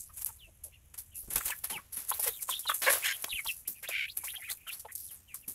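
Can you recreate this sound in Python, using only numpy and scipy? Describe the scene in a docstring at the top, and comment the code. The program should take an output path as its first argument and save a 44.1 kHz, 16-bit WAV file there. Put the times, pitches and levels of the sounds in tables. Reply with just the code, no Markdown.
"""Young hens in a slatted, wire-fronted pen outdoors, a phone microphone close to the mesh.
From the start, over a distant hum, feet and beaks throw and snap dry wood chips; throats pulse in faint
clucks and whistle thin peeps. Just after 1 s wings push air at the microphone and feet thud on the ground.
The calls grow louder, with a few rough squawks, are loudest around 3 s and fade near 5 s while the
scratching goes on. Slats and roof give the birds a brief echo throughout."""
import sys
import numpy as np
from scipy import signal
from scipy.fft import rfft, irfft
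from scipy.io import wavfile
from scipy.ndimage import uniform_filter1d

SR = 44100
rng = np.random.default_rng(int(sys.argv[2]) if len(sys.argv) > 2 else 0)


def inscribe(sig):
    """Save sig as 16-bit PCM at rate SR to the path in sys.argv[1].

    A 1-D sig is mono; a 2-D sig holds one channel per row.
    Samples are clipped to [-1, 1] before scaling.
    """
    pcm = np.round(np.clip(np.atleast_2d(sig).T, -1, 1) * 32767)
    wavfile.write(sys.argv[1], SR, pcm.astype(np.int16))


N = 244314

# distant hum and hiss of the yard: (frequency [Hz], relative level [dB])
YARD_SPECTRUM = [(20, 4.5), (80, 18), (110, 10), (306, -4), (1410, -13), (2920, -9), (4680, -23.5),
                 (6720, -9), (11400, -31.5), (15500, -21.5)]
# bright crackle of chips, sharpened by the microphone's resonance near 11.3 kHz:
# (frequency [Hz], relative level [dB])
CRACKLE_SPECTRUM = [(2500, -34), (4500, -17.5), (7000, -8.5), (9000, -4), (11300, 5), (13000, -3),
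                    (15500, -9.5)]
# duller body under that crackle: (frequency [Hz], relative level [dB])
BODY_SPECTRUM = [(120, -25.5), (350, 0), (1000, 5.5), (2500, 7), (4500, 2), (7000, 1.5)]
# the flock shuffling between strokes: (time [s], crackle level [dB])
FLOCK_SHUFFLE = [(0.0, -98), (0.15, -52), (0.37, -68.5), (0.99, -70), (1.39, -80), (1.56, -48), (1.69, -78),
                 (1.77, -45), (1.81, -96), (1.97, -60), (2.1, -47), (2.7, -49.5), (2.95, -43.5), (3.6, -51),
                 (3.64, -64.5), (3.8, -69), (4.2, -52.5), (4.49, -52.5), (4.78, -68), (5.11, -73),
                 (5.42, -80), (5.54, -76)]
# foot scrapes and wing strokes that swell before they peak:
# (peak time [s], crackle level [dB], body against crackle [dB], fall to a tenth [ms])
SCRAPE_STROKES = [(.005, -39, -40, 71), (0.186, -35, -18.5, 24), (0.224, -31.5, -16.5, 13),
                  (1.168, -39, -43, 136), (1.465, -26.5, -13.5, 24), (1.488, -30.5, -7, 21),
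                  (1.591, -44, -21, 12), (2.103, -26.5, -18.5, 28), (2.242, -25, -13, 46),
                  (2.281, -23.5, -9, 22), (2.431, -28, -23.5, 17), (2.5, -29, -12, 67),
                  (2.699, -34.5, -8.5, 46), (2.934, -24, -7.5, 41), (3.061, -30, -9, 42),
                  (3.517, -34, -44, 23), (4.517, -30.5, -12.5, 23), (4.691, -40, -32, 21),
                  (4.731, -37.5, -12.5, 69)]
# pecks and kicks that strike the litter at once:
# (peak time [s], crackle level [dB], body against crackle [dB], fall to a tenth [ms])
PECK_STROKES = [(0.262, -33, -17, 58), (0.64, -37, -23, 33), (0.943, -42.5, -6.5, 20),
                (0.981, -33, -18.5, 40), (1.306, -33.5, -12, 240), (1.36, -19.5, -9.5, 28),
                (1.381, -20.5, -15, 12), (1.437, -41, -32, 12), (1.505, -30, -7.5, 22),
                (1.642, -29.5, -6.5, 27.5), (1.701, -33, -3.5, 60), (1.926, -40.5, -15.5, 300),
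                (1.97, -34.5, -11, 107), (2.14, -33.5, -12, 88), (2.197, -28.5, -18.5, 65),
                (2.596, -32.5, -24, 27), (2.745, -27, -16, 36), (2.821, -37.5, 7, 210), (2.9, -28, -1, 88),
                (3.224, -34, -29, 13), (3.245, -44, 20.5, 2.8), (3.449, -32.5, -18, 85),
                (3.678, -25, -25, 46), (3.83, -38.5, -7, 44), (3.889, -32.5, -4.5, 42),
                (4.172, -26.5, -18, 25), (4.242, -30.5, -17, 80), (4.798, -34.5, -25, 25),
                (4.922, -45.5, -23, 56), (4.955, -32, -31.5, 23), (4.979, -37, -42.5, 140),
                (5.11, -42.5, -15, 112), (5.345, -37.5, -21, 65), (5.482, -32.5, -21.5, 82)]
# short clucks: (start [s], length [s], pitch [Hz], mouth resonance [Hz], level [dB])
CLUCK_CALLS = [(0.091, 0.024, 581, 1140, -66), (0.288, 0.018, 480, 1000, -62), (0.47, 0.028, 318, 500, -70),
               (0.645, 0.041, 301, 527, -66.5), (1.405, 0.011, 597, 1320, -51.5),
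               (1.497, 0.012, 464, 930, -51.5), (1.775, 0.025, 550, 1190, -54.5),
               (2.112, 0.018, 531, 987, -41.5), (2.189, 0.014, 410, 700, -52),
               (2.26, 0.035, 484, 570, -45.5), (2.489, 0.011, 496, 980, -44),
               (2.654, 0.0076, 544, 1020, -53.5), (2.692, 0.012, 558, 1220, -35.5),
               (2.712, 0.0086, 588, 1260, -43), (3.278, 0.0094, 542, 935, -58),
               (3.454, 0.012, 485, 980, -52), (3.834, 0.024, 505, 1920, -50.5),
               (3.888, 0.0048, 487, 590, -54), (4.233, 0.026, 510, 940, -57),
               (4.335, 0.021, 485, 1800, -56), (4.375, 0.026, 763, 820, -66.5),
               (4.664, 0.032, 680, 1400, -56.5), (4.848, 0.015, 463, 720, -52),
               (5.339, 0.016, 536, 1240, -65)]
# drawn-out squawks: (start [s], length [s], pitch [Hz], mouth resonance [Hz], level [dB],
# chest against mouth [dB], rasping edge against mouth [dB], roughness [0-1])
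SQUAWK_CALLS = [(1.702, 0.066, 416, 873, -53, -10, -23, 0.3), (2.863, 0.044, 557.5, 1750, -31, 0, -21, 0.6),
                (2.923, 0.054, 554.5, 1480, -58.5, 13, -19, 0.76),
                (3.041, 0.087, 532, 1870, -36, -62, -6, 0.4), (3.923, 0.14, 750, 2295, -36, -59, -28, 0.37)]
# single chips breaking: (time [s], level [dB])
CHIP_SNAPS = [(.2466, -14), (1.3375, -21), (1.3602, -16), (1.644, -19), (2.1031, -19), (3.3382, -24),
              (3.4745, -21), (3.6817, -16), (4.1734, -15), (4.1889, -21), (4.3524, -24), (4.5292, -23),
              (5.344, -23)]
# whistled peeps: (start [s], length [s], first pitch [Hz], middle pitch [Hz], last pitch [Hz], level [dB])
PEEP_CALLS = [(0.385, 0.091, 4120, 2870, 2560, -56), (0.72, 0.057, 2570, 2870, 2380, -60),
              (1.111, 0.077, 3090, 2720, 2470, -62.5), (1.407, 0.039, 1435, 2610, 3450, -44.5),
              (1.497, 0.036, 3210, 2490, 2080, -41), (1.511, 0.034, 1827, 1804, 1775, -40),
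              (1.722, 0.061, 3230, 2855, 2020, -40), (2.119, 0.025, 2990, 3880, 4270, -42),
              (2.248, 0.14, 2950, 3850, 3260, -52), (2.383, 0.026, 3240, 2400, 2080, -56),
              (2.49, 0.1, 3600, 3324, 3770, -38), (2.621, 0.12, 3330, 2910, 2580, -50),
              (2.666, 0.059, 4170, 3474, 3450, -33.5), (2.839, 0.035, 4150, 4060, 3920, -37),
              (3.02, 0.08, 2084, 3245, 3480, -35.5), (3.063, 0.1, 2800, 3120, 3000, -39.5),
              (3.291, 0.029, 3860, 3900, 3500, -37.5), (3.319, 0.024, 3250, 2540, 2820, -35.5),
              (3.339, 0.071, 3520, 2520, 2094, -35), (3.46, 0.017, 2580, 3880, 4670, -41),
              (3.469, 0.046, 4510, 2720, 2637, -33.5), (3.651, 0.052, 2220, 2890, 4320, -58),
              (3.744, 0.06, 2830, 2490, 2420, -59.5), (3.844, 0.067, 2245, 2900, 4700, -46.5),
              (3.895, 0.098, 2374, 2364, 2140, -39.5), (4.073, 0.059, 2190, 3880, 4600, -45),
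              (4.174, 0.16, 2380, 2320, 2300, -59), (4.272, 0.059, 1760, 3220, 4600, -41.5),
              (4.346, 0.033, 2950, 3210, 2870, -42), (4.379, 0.074, 2430, 2230, 2300, -56.5),
              (4.42, 0.086, 2142, 2486, 1820, -39), (4.483, 0.051, 2435, 3600, 4740, -44),
              (4.573, 0.095, 2510, 2360, 2380, -61), (4.669, 0.043, 2860, 3030, 2300, -39.5),
              (4.699, 0.05, 2700, 3560, 4700, -46.5), (4.883, 0.034, 1660, 1930, 2180, -50),
              (5.072, 0.05, 4520, 3260, 2960, -60), (5.274, 0.083, 3090, 2370, 2290, -56.5),
              (5.421, 0.033, 2840, 2550, 2170, -60.5)]
# air pushed at the microphone by wings: (time [s], level [dB])
WING_PUFFS = [(1.171, -49), (1.229, -44.5), (1.272, -39), (1.31, -52), (1.349, -31.5), (1.451, -42),
              (2.271, -40), (3.323, -39.5), (3.459, -45.5)]
# feet and bodies meeting the ground: (time [s], level [dB])
GROUND_THUDS = [(1.279, -48.5), (1.311, -50), (1.365, -49), (1.709, -45.5), (1.751, -44), (1.968, -50.5),
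                (2.816, -49.5), (3.676, -48), (4.177, -55), (5.476, -45.5)]


def undb(db):
    """Decibels to gain."""
    return 10 ** (np.asarray(db) / 20)


def unit(x):
    """Scale to rms 1."""
    return x / np.sqrt(np.mean(x ** 2) + 1e-20)


def colour(x, points):
    """Shape a signal by (frequency [Hz], level [dB]) points; rms 1."""
    hz, db = np.transpose(points)
    bins_hz = np.maximum(np.fft.rfftfreq(len(x), 1 / SR), 1)
    gain = undb(np.interp(np.log(bins_hz), np.log(hz), db))
    return unit(irfft(rfft(x) * gain, len(x)))


def walk(n, rate_hz):
    """Random levels held 1 / rate_hz seconds and smoothed twice; spread near 1."""
    hold = max(int(SR / rate_hz), 1)
    steps = np.repeat(rng.standard_normal(n // hold + 1), hold)
    return 1.3 * uniform_filter1d(uniform_filter1d(steps, hold), hold)[:n]


def add(out, start_s, x):
    """Mix x into out from start_s on."""
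    i = int(start_s * SR)
    out[i:i + len(x)] += x[:len(out) - i]


def ring(x, hz, width_hz):
    """One resonance, gain 1 at its centre."""
    return signal.lfilter(*signal.iirpeak(hz, hz / width_hz, fs=SR), x)


def yard(level_db=-65):
    """Hum and hiss far beyond the pen; the bass swells slowly."""
    far = colour(rng.standard_normal(N), YARD_SPECTRUM)
    bass = signal.sosfilt(signal.butter(2, 160, fs=SR, output="sos"), far)
    swell = undb(2 * walk(N, 1.2))
    return undb(level_db) * (far + (swell - 1) * bass)


def chip_clicks(spread_db, smear_s):
    """Dense chip clicks: noise whose size jumps from grain to grain, a few far louder."""
    size = undb(spread_db * rng.exponential(size=N).clip(0, 7))
    tail = np.exp(-np.arange(int(5 * smear_s * SR) + 1) / (smear_s * SR))
    power = signal.fftconvolve(size ** 2, tail)[:N].clip(0)
    return rng.standard_normal(N) * np.sqrt(power)


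def litter(peck_rise_ms=6, scrape_rise_ms=31.2, shuffle_body_db=-19, drift_db=3):
    """Strokes and shuffling throw chips: a crackle the microphone's resonance sharpens, a duller body."""
    t = np.arange(N) / SR
    crackle_power = undb(2 * np.interp(t, *np.transpose(FLOCK_SHUFFLE)))
    body_power = crackle_power * undb(2 * shuffle_body_db)
    strokes = [(*row, peck_rise_ms) for row in PECK_STROKES]
    strokes += [(*row, scrape_rise_ms) for row in SCRAPE_STROKES]
    for peak_s, db, body_db, fall_ms, rise_ms in strokes:
        rise_s, fall_s = rise_ms / 1000, fall_ms / 1000
        span = slice(max(int((peak_s - rise_s) * SR), 0), int((peak_s + .5) * SR))
        age = t[span] - peak_s
        swell = np.clip(1 + age / rise_s, 0, 1) ** 3
        # most chips land at once, a few keep trickling for longer
        landing = undb(-40 * np.maximum(age, 0) / fall_s)
        trickle = landing ** .25
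        crackle_power[span] += undb(2 * db) * swell * (0.7 * landing + 0.014 * trickle)
        body_power[span] += undb(2 * (db + body_db)) * swell * (0.95 * landing + 0.019 * trickle)
    spectrum = rfft(colour(chip_clicks(spread_db=5.0, smear_s=0.001), CRACKLE_SPECTRUM))
    body = colour(chip_clicks(spread_db=2.0, smear_s=0.0055), BODY_SPECTRUM)
    # each band of the crackle flickers on its own
    hz, edges_hz = np.fft.rfftfreq(N, 1 / SR), (1500, 6000, 9500, 12200, 16000)
    crackle = sum(irfft(spectrum * (hz >= lo) * (hz < hi), N) * undb(drift_db * walk(N, 25.042))
                  for lo, hi in zip(edges_hz, edges_hz[1:]))
    return np.sqrt(crackle_power) * crackle + np.sqrt(body_power) * body


def throat_pulses(n, pitch_hz, rough, throb_hz=57.3):
    """A hen's throat pulses throb in size; the pitch wavers and each period slips a little."""
    slip, size_jitter, drift = rng.standard_normal((150, 3)).T
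    throb = np.cos(2 * np.pi * throb_hz * np.cumsum(1 + .5 * walk(SR // 4, 60)) / SR - 2)
    waver = uniform_filter1d(drift, size=8)
    periods = SR / pitch_hz * np.exp(rough * (0.13 * slip + 0.4 * waver))
    onsets = np.cumsum(periods).astype(int)
    onsets -= onsets[0]
    onsets = onsets[onsets < n]
    size_db = rough * (4.2 * size_jitter[:len(onsets)] + 8 * throb[onsets])
    pulses = np.zeros(n + SR // 50)
    pulses[onsets] = undb(size_db) * np.sin(np.pi * (onsets + 30) / (n + 60)) ** 0.23
    return pulses


def clucks_and_squawks(cluck_chest_db=-13.5, cluck_edge_db=-36, cluck_rough=0.56):
    """Throat pulses ring the mouth, windpipe and chest; in rough calls the mouth rings wider."""
    out = np.zeros(N)
    clucks = [(*row, cluck_chest_db, cluck_edge_db, cluck_rough) for row in CLUCK_CALLS]
    for start_s, length_s, pitch_hz, mouth_hz, db, chest_db, edge_db, rough in clucks + SQUAWK_CALLS:
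        n = int(length_s * SR)
        pulses = throat_pulses(n, pitch_hz, rough)
        width_hz = mouth_hz * (0.16 + 0.85 * rough)
        mouth = ring(ring(pulses, mouth_hz, width_hz), mouth_hz, 0.89 * width_hz)
        windpipe = 0.053 * ring(ring(pulses, 2800, 1400), 3300, 2200)
        # the open beak radiates little below its own resonance; its upper rings add a rasping edge
        low_cut = signal.butter(4, 0.66 * mouth_hz, "high", fs=SR, output="sos")
        beak = unit(signal.sosfilt(low_cut, mouth - windpipe))
        edge = undb(edge_db) * unit(sum(ring(pulses, hz, 500) for hz in (4200, 5200, 6500)))
        chest = undb(chest_db) * unit(ring(ring(pulses, 700, 1000), 830, 1200))
        add(out, start_s, undb(db) * (beak - chest + edge) * np.sqrt(len(pulses) / n))
    return out


def snaps(ring_hz=11500, rise_ms=.15):
    """A chip breaks: a click that rings for a moment in the treble."""
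    out, t = np.zeros(N), np.arange(SR // 200) / SR
    age = t * 1000 / rise_ms
    click = np.sin(2 * np.pi * ring_hz * t) * age * np.exp(1 - age)
    for start_s, db in CHIP_SNAPS:
        add(out, start_s, undb(db) * click)
    return out


def peep_glide(n, pitches_hz, step_ms=11):
    """A peep moves through its first, middle and last pitch in small, rounded steps."""
    glide = np.interp(np.arange(n) / n, [0, .5, 1], pitches_hz)
    glide = uniform_filter1d(glide, n // 4, mode="nearest")
    step = int(step_ms * SR / 1000)
    step_centres = ((np.arange(n) // step + .5) * step).astype(int).clip(0, n - 1)
    return uniform_filter1d(glide[step_centres], SR // 250, mode="nearest")


def peeps(base_rough=.44, rough_per_octave=.3, buzz_hz=620):
    """A gliding whistle; roughness shakes pitch and level, and the throat's buzz adds tones beside it."""
    out = np.zeros(N)
    for start_s, length_s, first_hz, mid_hz, last_hz, db in PEEP_CALLS:
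        n = int(length_s * SR)
        # climbing peeps are hoarser
        rough = np.clip(base_rough + rough_per_octave * np.log2(last_hz / first_hz), .1, 1)
        jitter, shimmer, breath_sin, breath_cos, buzz_drift = (
            walk(SR // 4, rate_hz)[:n] for rate_hz in (149.4, 123, 888, 882, 300))
        hz = peep_glide(n, [first_hz, mid_hz, last_hz])
        phase = 2 * np.pi * np.cumsum(hz * (1 + 0.086 * rough * jitter)) / SR
        breath = breath_sin * np.sin(phase) + breath_cos * np.cos(phase)
        buzz = 2 * np.pi * buzz_hz * np.cumsum(1 + 0.24 * buzz_drift) / SR
        rasp = 0.3 * (np.sin(phase + buzz) + np.sin(phase - buzz) + .5 * np.sin(phase + 2 * buzz))
        octave = .08 * breath_sin * np.sin(2 * phase)
        voice = (1 - rough) * np.sin(phase) + rough * (breath + rasp + octave)
        voice *= (hz / hz.min()) ** -2  # the whistle thins as it climbs
        voice *= undb(7 * rough * shimmer)
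        envelope = np.sin(np.pi * np.arange(n) / n) ** 0.6
        add(out, start_s, undb(db) * envelope * unit(voice))
    return out


def wing_puffs(swing_hz=42):
    """Each wing stroke sends a slow pressure swing and a low whoosh past the microphone."""
    out, t = np.zeros(N), np.arange(SR // 8) / SR
    swing = np.sin(2 * np.pi * swing_hz * t)
    envelope = (t / 0.029) * np.exp(1 - t / 0.011)
    for start_s, db in WING_PUFFS:
        whoosh = unit(ring(rng.standard_normal(len(t)), hz=55, width_hz=53))
        add(out, start_s, undb(db) * (swing + 0.5 * whoosh) * envelope)
    return out


def thuds(centre_hz=212, width_hz=210, decay_s=0.014):
    """Feet and bodies land on the ground: a short low burst, soft at both ends."""
    out, age = np.zeros(N), np.arange(SR // 8) / SR / decay_s
    for start_s, db in GROUND_THUDS:
        noise = rng.standard_normal(len(age))
        burst = unit(ring(ring(noise, centre_hz, width_hz), centre_hz, width_hz))
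        add(out, start_s, undb(db) * burst * np.sqrt(age) * np.exp(-age))
    return out


def pen_echo(direct, t60_s=0.11, echo_db=-17):
    """Slats and roof scatter echoes that reach the microphone just after the direct sound, and duller."""
    t = np.arange(SR // 3) / SR
    echo = rng.standard_normal(len(t)) * (t > .004) * np.exp(-t * np.log(1000) / t60_s)
    echo = signal.sosfilt(signal.butter(1, 7000, fs=SR, output="sos"), echo)
    return direct + undb(echo_db) * signal.fftconvolve(direct, echo / np.linalg.norm(echo))[:N]


def scene():
    """Mono, at the mesh: the birds echo inside the pen; wing air and the far yard arrive dry."""
    birds = litter() + snaps() + peeps() + clucks_and_squawks() + thuds()
    return (pen_echo(birds) + wing_puffs() + yard())[None]


def record(dry):
    """The phone at the mesh cuts the treble steeply above 15.6 kHz."""
    return signal.sosfilt(signal.ellip(10, .2, 70, 15600, fs=SR, output="sos"), dry)


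dry = scene()
out = record(dry)
inscribe(out)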